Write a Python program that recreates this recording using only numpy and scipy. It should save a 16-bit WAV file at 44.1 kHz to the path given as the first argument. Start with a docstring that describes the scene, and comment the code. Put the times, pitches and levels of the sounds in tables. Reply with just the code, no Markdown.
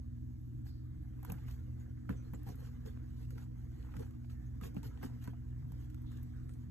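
"""A low mains hum and room rumble come first; then a tortoise is heard shuffling over wood chips.
It is indoors in a plastic pen, close to a phone's microphone, and nips a flower.
Dragged chips rustle in tiny noise bursts and crunch under its weight; chips and stalk snap with a
crack and a woody knock. Shell and feet bump the pen floor, which rings low and briefly."""
import sys
import numpy as np
from scipy import signal
from scipy.fft import rfft, irfft, next_fast_len
from scipy.io import wavfile
from scipy.ndimage import uniform_filter1d

SR = 44100
rng = np.random.default_rng(int(sys.argv[2]) if len(sys.argv) > 2 else 0)


def waveform_to_disk(signal):
    """Save audio, clipped to [-1, 1], as 16-bit WAV at the path in sys.argv[1]."""
    frames = np.transpose(np.atleast_2d(signal))
    scaled = np.clip(frames, -1, 1) * 32767
    samples = np.round(scaled).astype(np.int16)
    wavfile.write(sys.argv[1], SR, samples)


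N = 295496

# The chip bed from close by: four ranges, and the woody one again under a heavy foot.
# Each row: frequency in Hz, relative level in dB.
WOODY_SPECTRUM = [(400, -33), (620, -19), (710, 4.5), (850, -2.5), (970, 0), (1250, -1), (1600, 0.5),
                  (2200, -4), (3200, -38.5), (5000, -69)]
FIZZ_SPECTRUM = [(1500, -14), (2800, 1.5), (3500, 0), (4500, -0.5), (7000, -2.5), (8800, -6.5),
                 (11000, -47)]
DUST_SPECTRUM = [(7000, -36), (9000, -14.5), (11500, 6), (13000, 3.5), (15000, -16), (16500, -12)]
HOLLOW_SPECTRUM = [(150, -55), (280, -10), (460, 2), (540, -5), (800, -40)]
CRUSH_SPECTRUM = [(350, -23), (600, 1), (850, 8), (1100, 1), (1600, 7), (2200, -5), (3000, -9), (4200, -29),
                  (6000, -36)]
# How the woody, fizzy, dusty and hollow ranges follow the drag.
# Each row: level in dB at a usual drag, share of the drag's change, share of its brightness.
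DRAG_RESPONSE = [(-77, 0.96, 0.0), (-83.5, 0.72, .9), (-87.5, .3, .5), (-74, 1.1, -.3)]
def rustle():
    """Chips slip under the tortoise, near the phone; crushing is coarser and fuller than dragging."""
    level, bright = drag_db()
    woody, fizzy, dusty, hollow = [gain_of(db + a * level + b * bright) for db, a, b in DRAG_RESPONSE]
    weight, gritty, thud = crunches()
    coarse = patchy(slips(per_s=1100, spread_db=1.0, t60=0.086), depth_db=3.5)
    fine = patchy(slips(per_s=2000, spread_db=3.7, t60=0.077), depth_db=4.9)
    lumps = patchy(slips(per_s=400, spread_db=2.5, t60=0.03), depth_db=3.3)
    return (woody * coloured(coarse, WOODY_SPECTRUM)
            + weight * coloured(lumps, CRUSH_SPECTRUM)
            + np.hypot(fizzy, gritty) * coloured(fine, FIZZ_SPECTRUM)  # drag and crush add in power
            + np.hypot(dusty, gritty * gain_of(-3.5)) * coloured(fine, DUST_SPECTRUM)
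            + np.hypot(hollow, thud) * coloured(coarse, HOLLOW_SPECTRUM))


def slips(per_s, spread_db, t60):
    """Noise in tiny bursts of uneven size, as chips slip past each other."""
    sizes = gain_of(spread_db * np.minimum(rng.exponential(1, N), 5))
    onsets = rng.random(N) < per_s / SR
    decay = gain_of(-60 * np.arange(2000) / SR / t60)
    return signal.oaconvolve(sizes * onsets, decay)[:N] * rng.standard_normal((2, N))


# Legs and shell dragging through the pen. Each row: time in seconds, drag in dB, brightness in dB.
DRAG_PATH = [(0.0, -82.5, -4), (0.39, -87, 3.5), (1.1, -79.5, -2), (1.25, -76, 3), (1.4, -72, 1.5),
             (1.96, -79.5, -1), (2.13, -71, 0), (2.24, -74.5, 4), (2.54, -74, 1), (3.15, -76, 0.5),
             (3.3, -81, 0), (3.45, -79, -2.5), (3.73, -76, 5), (3.9, -71.5, 1.5), (3.96, -75, 7.5),
             (4.09, -78, 0), (4.27, -80, 3), (4.66, -74.5, -2.5), (4.81, -70, 0), (5.19, -72.5, 1),
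             (5.34, -79.5, -2), (5.5, -77.5, 0.5), (6.38, -75.5, 3.5), (6.7, -78.5, 1)]
def drag_db(usual_db=-76):
    """Drag level above the usual, and brightness, at every sample."""
    times, level, bright = np.transpose(DRAG_PATH)
    t = np.arange(N) / SR
    return np.interp(t, times, level) - usual_db, np.interp(t, times, bright)


# A foot or the shell crushing into the bedding. Each row: start in seconds, length of the press
# in seconds, then weight, grit and hollow thud in dB.
PRESSES = [(0.643, 0.071, -73.5, -72.5, -97), (1.234, 0.094, -65, -74, -80),
           (1.279, 0.081, -63.5, -84, -58), (1.458, 0.11, -70, -67.5, -82), (1.781, 0.089, -72, -83, -81),
           (2.095, 0.04, -56.5, -69, -50), (2.331, 0.032, -63, -73, -49), (2.452, 0.095, -75, -65.5, -55.5),
           (2.557, 0.16, -68, -71.5, -67), (2.85, 0.052, -65, -65.5, -55), (3.135, 0.15, -90, -74.5, -75),
           (3.297, 0.05, -75, -76, -60.5), (3.337, 0.12, -65, -72.5, -69),
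           (3.829, 0.045, -68.5, -77.5, -67), (3.918, 0.14, -66.5, -79, -57.5), (3.976, 0.1, -70, -72, -67),
           (4.289, 0.068, -76, -71.5, -72), (4.617, 0.071, -64.5, -59.5, -55),
           (4.754, 0.044, -82, -72, -56.5), (4.83, 0.058, -70, -64, -59), (5.018, 0.063, -56, -63, -64),
           (5.206, 0.067, -67, -67, -81), (5.259, 0.068, -66, -76, -66), (5.716, 0.047, -73, -79, -82),
           (5.77, 0.11, -75.5, -75.5, -92), (6.096, 0.12, -70, -76, -82), (6.23, 0.042, -88, -83, -71)]
def crunches():
    """Envelopes of weight, grit and thud in each crush: quick rise, sagging hold, softer let-go."""
    out = np.zeros((3, N))
    for start, length, *levels_db in PRESSES:
        progress = np.arange(round(1.6 * length * SR)) / (length * SR)  # the sound outlasts the press
        fall_db = -4 * progress - 29 * np.maximum(progress - .75, 0)
        press = np.minimum(progress / 0.25, 1) * gain_of(fall_db)
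        add(out, start, gain_of(levels_db)[:, None] * press)
    return out


# Chips and stalk snapping at close range. Each row: start in seconds, knock level in dB, knock pitch
# in Hz, crack level in dB, crack brightness (positive gives a high hissy tick, negative a duller
# mid crack), factor on the knock's decay time.
SNAP_EVENTS = [(1.229, -46, 860, -53, 5, 1.6), (1.248, -39, 1000, -45, 5.5, 1.2),
               (1.297, -44.5, 853, -48, 5, 3.4), (1.3, -47, 725, -48, -31, 2.4),
               (1.319, -45, 750, -38, 5, 2.4), (1.382, -50.5, 896, -66, -14, 2),
               (1.436, -66, 800, -67, 12, 1.1), (1.481, -52.5, 1093, -59, -34, 4.2),
               (1.51, -52, 1000, -56, -2, 1.5), (2.092, -29, 970, -56, 3, 1.01),
               (2.334, -46.5, 930, -53, 7, 2.3), (2.431, -68, 830, -56, 5, 1), (2.467, -48, 820, -72, 9, 6),
               (2.488, -46.5, 710, -50.5, 3, 4), (2.555, -72, 1110, -56.5, 4, 0.91),
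               (2.861, -54.5, 1430, -58, -9, 2.2), (2.972, -43, 1110, -94, 4, 0.62),
               (3.305, -56.5, 1380, -55.5, 1, 1.3), (3.38, -42.5, 1420, -73, 2, 0.8),
               (3.439, -57, 1060, -86, -2, 1.5), (3.826, -63, 710, -61, -12, 1.1),
               (3.918, -54, 1500, -85, 0.0, 1.5), (3.939, -42, 1400, -79, 4, 0.68),
               (3.966, -42, 1370, -54, 1, 1.3), (3.993, -53.5, 840, -56, -2, 6.6),
               (4.108, -52.5, 1350, -65, 2, 0.94), (4.244, -55, 710, -65, -22, 1.5),
               (4.297, -62, 1290, -59, -22, 4), (4.611, -46, 1240, -57, 3, 2.4),
               (4.634, -47.5, 1098, -56, -16, 5.8), (4.745, -51, 745, -60, 2, 2.6),
               (4.765, -43, 890, -54, -28, 2.4), (4.83, -53, 900, -51.5, -1.5, 5.8),
               (4.973, -51, 846, -62, -20, 1.8), (5.013, -50, 776, -85, 0.0, 2.7),
               (5.029, -37, 886, -53, 7, 3.3), (5.098, -48, 650, -79, -5, 1.5),
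               (5.24, -50, 1325, -52.5, 1, 2.1), (5.274, -46.5, 987, -56, 1, 2.8),
               (5.333, -48, 714, -86, 0.0, 2.8), (5.719, -47.5, 975, -55.5, 4, 0.67),
               (5.9, -61, 1400, -61, -1, 1.1), (5.944, -54.5, 1520, -58.5, 1.5, 1.1),
               (6.018, -57, 730, -62, 7, 1.5), (6.116, -58, 1030, -60, -1, 1.6),
               (6.171, -71, 870, -60.5, -3, 0.99), (6.229, -72, 1080, -53, 5.5, 0.91),
               (6.492, -55.5, 1450, -61, -1, 1.1), (6.536, -74, 710, -60, -1, 1.1)]
# A chip's modes. Each row: multiple of the knock pitch, relative level in dB, base t60 in seconds.
CHIP_MODES = [(1., -7, .024), (.62, -16, .025), (1.45, -14, .016), (2.3, -21, .012)]
# The rough part of the knock. Each row: multiple of the knock pitch, relative level in dB.
SPLINTER_SPECTRUM = [(.3, -30), (.7, -4), (1.1, 0), (1.7, -5), (3.2, -16), (7, -40)]
def snaps(crack_t60=0.018, splinter_t60=0.023, scatter_t60=0.22):
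    """A noisy crack and a short rough knock of the chip, with faint scatter from the pen walls."""
    out, t = np.zeros((2, N)), np.arange(4096) / SR
    attack = np.minimum(t / 0.0019, 1)
    for start, knock_db, hz, crack_db, bright, stretch in SNAP_EVENTS + ticks():
        detunes, phases = rng.uniform(0.92, 1.04, (4, 1)), rng.random((4, 2, 1))
        noise = rng.standard_normal((2, len(t)))
        knock = sum(gain_of(db - 60 * t / (t60 * stretch)) * sine(hz * ratio * detune * t + phase)
                    for (ratio, db, t60), detune, phase in zip(CHIP_MODES, detunes, phases))
        splinter = coloured(noise, [(ratio * hz, db) for ratio, db in SPLINTER_SPECTRUM])
        knock += gain_of(-12 - 60 * t / (splinter_t60 * stretch)) * splinter
        crack_spectrum = [(1200, -33), (2500, -2 * bright), (10000, 3), (13500, 2.7 * bright),
                          (15000, -1), (17000, -20)]
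        scatter = gain_of(-27 - 60 * t / scatter_t60)
        crack = coloured(noise, crack_spectrum) * (gain_of(-60 * t / crack_t60) + scatter)
        add(out, start, (gain_of(knock_db) * knock + gain_of(crack_db) * crack) * attack)
    return out


def ticks(count=30, usual_db=-62, spread_db=5, low_hz=690, high_hz=1550):
    """Snap rows for chips tipping over faintly at random moments, louder where the drag is strong."""
    when, size, pitch = rng.random((count, 3)).T
    drag = drag_db()[0][(when * N).astype(int)]
    levels = usual_db + drag + spread_db * (2 * size - 1)
    pitches = low_hz * (high_hz / low_hz) ** pitch
    return [(start, db, hz, db - 19, 0, 1.5) for start, db, hz in zip(when * N / SR, levels, pitches)]


# Shell and feet bumping the pen floor, near the phone. Each row: start in seconds, level in dB,
# strongest frequency in Hz, factor on the decay time.
FLOOR_BLOWS = [(1.297, -34, 160, 0.45), (1.32, -36, 127, 0.98), (2.097, -27.5, 192, 0.55),
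               (2.333, -37.5, 192, 0.51), (2.465, -46, 209, 2.3), (2.49, -50, 405, 0.63),
               (2.86, -42, 142, 0.83), (3.965, -37, 136, 1.07), (4.001, -37.5, 350, 0.53),
               (4.619, -45, 189, 1.9), (4.649, -49, 400, 1), (4.767, -34, 213, 0.68),
               (5.032, -38, 253, 0.7), (5.05, -38, 270, 0.51), (5.279, -36.5, 258, 0.43)]
# The plastic floor's modes. Each row: frequency in Hz, base t60 in seconds.
FLOOR_MODES = [(125, 0.22), (150, 0.11), (185, 0.14), (215, 0.084), (260, 0.19), (310, 0.064), (370, 0.091),
               (460, 0.17)]
def bumps(spread_octaves=0.57):
    """The place of the blow decides which modes of the plastic floor answer."""
    out, t = np.zeros((2, N)), np.arange(8192) / SR
    attack = 1 - np.exp(-t / 0.0033)
    for start, db, centre_hz, stretch in FLOOR_BLOWS:
        phases = rng.uniform(-0.16, 0.3, (len(FLOOR_MODES), 2, 1))
        ring = 0
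        for (hz, t60), phase in zip(FLOOR_MODES, phases):
            mode_db = -6 * (np.log2(hz / centre_hz) / spread_octaves) ** 2
            ring += gain_of(mode_db - 60 * t / (t60 * stretch)) * sine(hz * t + phase)
        add(out, start, gain_of(db) * ring * attack)
    return out


# Thin scrapes in the pen. Each row: start and length in seconds, pitch and width in Hz, level in dB.
THIN_SCRAPES = [(0.656, 0.2, 4610, 1000, -72.5), (1.797, 0.048, 6800, 500, -74),
                (2.16, 0.084, 6170, 450, -73), (2.345, 0.025, 7340, 550, -64.5),
                (4.337, 0.17, 1790, 340, -74.5), (4.461, .04, 6460, 600, -76.5),
                (6.054, 0.2, 3660, 1100, -72.5), (6.332, 0.12, 1546, 300, -70),
                (6.484, 0.11, 8840, 1000, -73.5)]
def squeaks():
    """Each scrape is a narrow noise that starts quickly and fades."""
    out = np.zeros((2, N))
    for start, length, hz, width, db in THIN_SCRAPES:
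        progress = np.arange(round(length * SR)) / (length * SR)
        envelope = np.minimum(progress / 0.068, 1) * (1 - progress)
        add(out, start, gain_of(db) * narrow_noise(hz, width, len(progress)) * envelope)
    return out


MAINS_STEADY = .9  # steady share of the power in most hum lines
# Low drones in the room around the pen: the room's own resonances at 58 and 77 Hz, mains and a fan above. #
# Each row: frequency in Hz, rms level in dB, width of the wavering in Hz, steady share from 0 to 1.
HUM_LINES = [(58.3, -51, 4.9, MAINS_STEADY), (77.34, -52, 6.8, 0.98), (120.66, -48.5, 13.8, MAINS_STEADY),
             (239, -57.5, 3.5, MAINS_STEADY), (256.3, -69, 1.2, MAINS_STEADY), (305, -68.5, 3, 0.49)]
def hum():
    """Room resonances, mains and fan drone in lines that are part steady tone, part wavering band."""
    out, t = np.zeros((2, N)), np.arange(N) / SR
    for hz, db, width, steady in HUM_LINES:
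        tone = np.sqrt(2) * sine(hz * t + rng.random((2, 1)))
        waver = narrow_noise(hz, width, N)
        out += gain_of(db) * (np.sqrt(steady) * tone + np.sqrt(1 - steady) * waver)
    return out


# Room tone where the phone stands. Each row: frequency in Hz, relative level in dB.
ROOM_SPECTRUM = [(18, -24.5), (40, -4), (60, -1), (140, -6.5), (200, -15.5), (320, -12.5), (400, -32.5),
                 (620, -41), (1000, -50.5), (1700, -47), (2500, -56.5), (5000, -53.5), (13000, -61),
                 (14500, -47.5), (16000, -75.5)]
def room(level_db=-51):
    """Rumble of the house over microphone hiss, a little uneven."""
    noise = patchy(rng.standard_normal((2, N)), depth_db=3.36, size=2048)
    return gain_of(level_db) * coloured(noise, ROOM_SPECTRUM)


def gain_of(db):
    return 10 ** (np.asarray(db) / 20)


def sine(cycles):
    return np.sin(2 * np.pi * cycles)


def unit_rms(x):
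    return x / np.sqrt(np.mean(x ** 2) + 1e-20)


def curve_at(points, hz):
    knots_hz, values = np.transpose(points)
    return np.interp(np.log(hz + 1), np.log(knots_hz + 1), values)


def add(mix, start, sound):
    part = mix[:, round(start * SR):][:, :sound.shape[1]]
    part += sound[:, :part.shape[1]]


def coloured(x, spectrum):
    """Shapes the spectrum and sets rms 1."""
    size = next_fast_len(x.shape[-1])
    gains = gain_of(curve_at(spectrum, np.fft.rfftfreq(size, 1 / SR)))
    return unit_rms(irfft(rfft(x, size) * gains, size)[:, :x.shape[-1]])


def narrow_noise(hz, width, size):
    """Two noises in a narrow band: a slowly wandering complex amplitude on a carrier."""
    real, imag = rng.standard_normal((2, 2, size + SR))
    lowpass = [1], [1, -np.exp(-np.pi * width / SR)]
    wander = signal.lfilter(*lowpass, signal.lfilter(*lowpass, real + 1j * imag))[:, SR:]
    carrier = np.exp(2j * np.pi * hz * np.arange(size) / SR)
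    return unit_rms((wander * carrier).real)


def patchy(x, depth_db, size=512):
    """Lifts and dips random patches of the spectrum, as when different chips take part."""
    frames = signal.stft(x, nperseg=size)[2]
    patches = uniform_filter1d(rng.standard_normal(frames.shape[1:]), size=2, axis=0)
    patches = unit_rms(uniform_filter1d(patches, size=8, axis=1))
    return unit_rms(signal.istft(frames * gain_of(depth_db * patches), nperseg=size)[1][:, :N])


def scene():
    """Room and tortoise as they reach the phone, in two arrivals of every source."""
    return hum() + room() + rustle() + snaps() + bumps() + squeaks()


# The stereo image. Each row: frequency in Hz, left-right likeness from 0 to 1.
STEREO_LIKENESS = [(60, .99), (130, .99), (250, .93), (320, .55), (500, .4), (800, .55), (1600, .68),
                   (2350, .1), (2850, .4), (3300, .25), (5000, .7), (6050, .75), (6500, .98), (7300, .99),
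                   (7900, .7), (9700, .98), (10800, .84), (12300, .995), (13500, .83), (14600, .97)]
# Each row: frequency in Hz, how far the left channel leads the right in radians.
STEREO_LEAD = [(0, 0), (43, -.26), (86, -.34), (130, -.65), (180, -.75), (240, -1.4), (700, -4.5),
               (950, -5.7), (1460, -6.6), (2000, -5.4), (2900, -4.7), (3600, -3.3), (4200, -3.7),
               (5000, -3.0), (6450, 0), (7350, 0), (9500, 3), (9900, 3.2), (12050, 6.2), (12550, 6.3),
               (14600, 9.4)]
# Each row: frequency in Hz, left level minus right in dB.
STEREO_BALANCE = [(50, -3.5), (130, 0.8), (250, -0.6), (700, -0.5), (2000, -2.5), (6000, 0)]
def record(dry, cutoff_hz=14300):
    """Both channels share the first arrival, the right blends in the second; the top treble is cut."""
    size = next_fast_len(N + SR)
    first, second = rfft(dry, size)
    hz = np.fft.rfftfreq(size, 1 / SR)
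    likeness = np.clip(curve_at(STEREO_LIKENESS, hz), 0, 1)
    half_lead = np.exp(.5j * np.interp(hz, *np.transpose(STEREO_LEAD)))
    half_balance = gain_of(curve_at(STEREO_BALANCE, hz) / 2)
    left = first * half_lead * half_balance
    right = (likeness * first + np.sqrt(1 - likeness ** 2) * second) / (half_lead * half_balance)
    pair = irfft(np.array([left, right]), size)[:, :N]
    lowpass = signal.firwin(511, cutoff_hz, window=("kaiser", 9), fs=SR)
    return signal.oaconvolve(pair, lowpass[None], "same")


dry = scene()
out = record(dry)
waveform_to_disk(out)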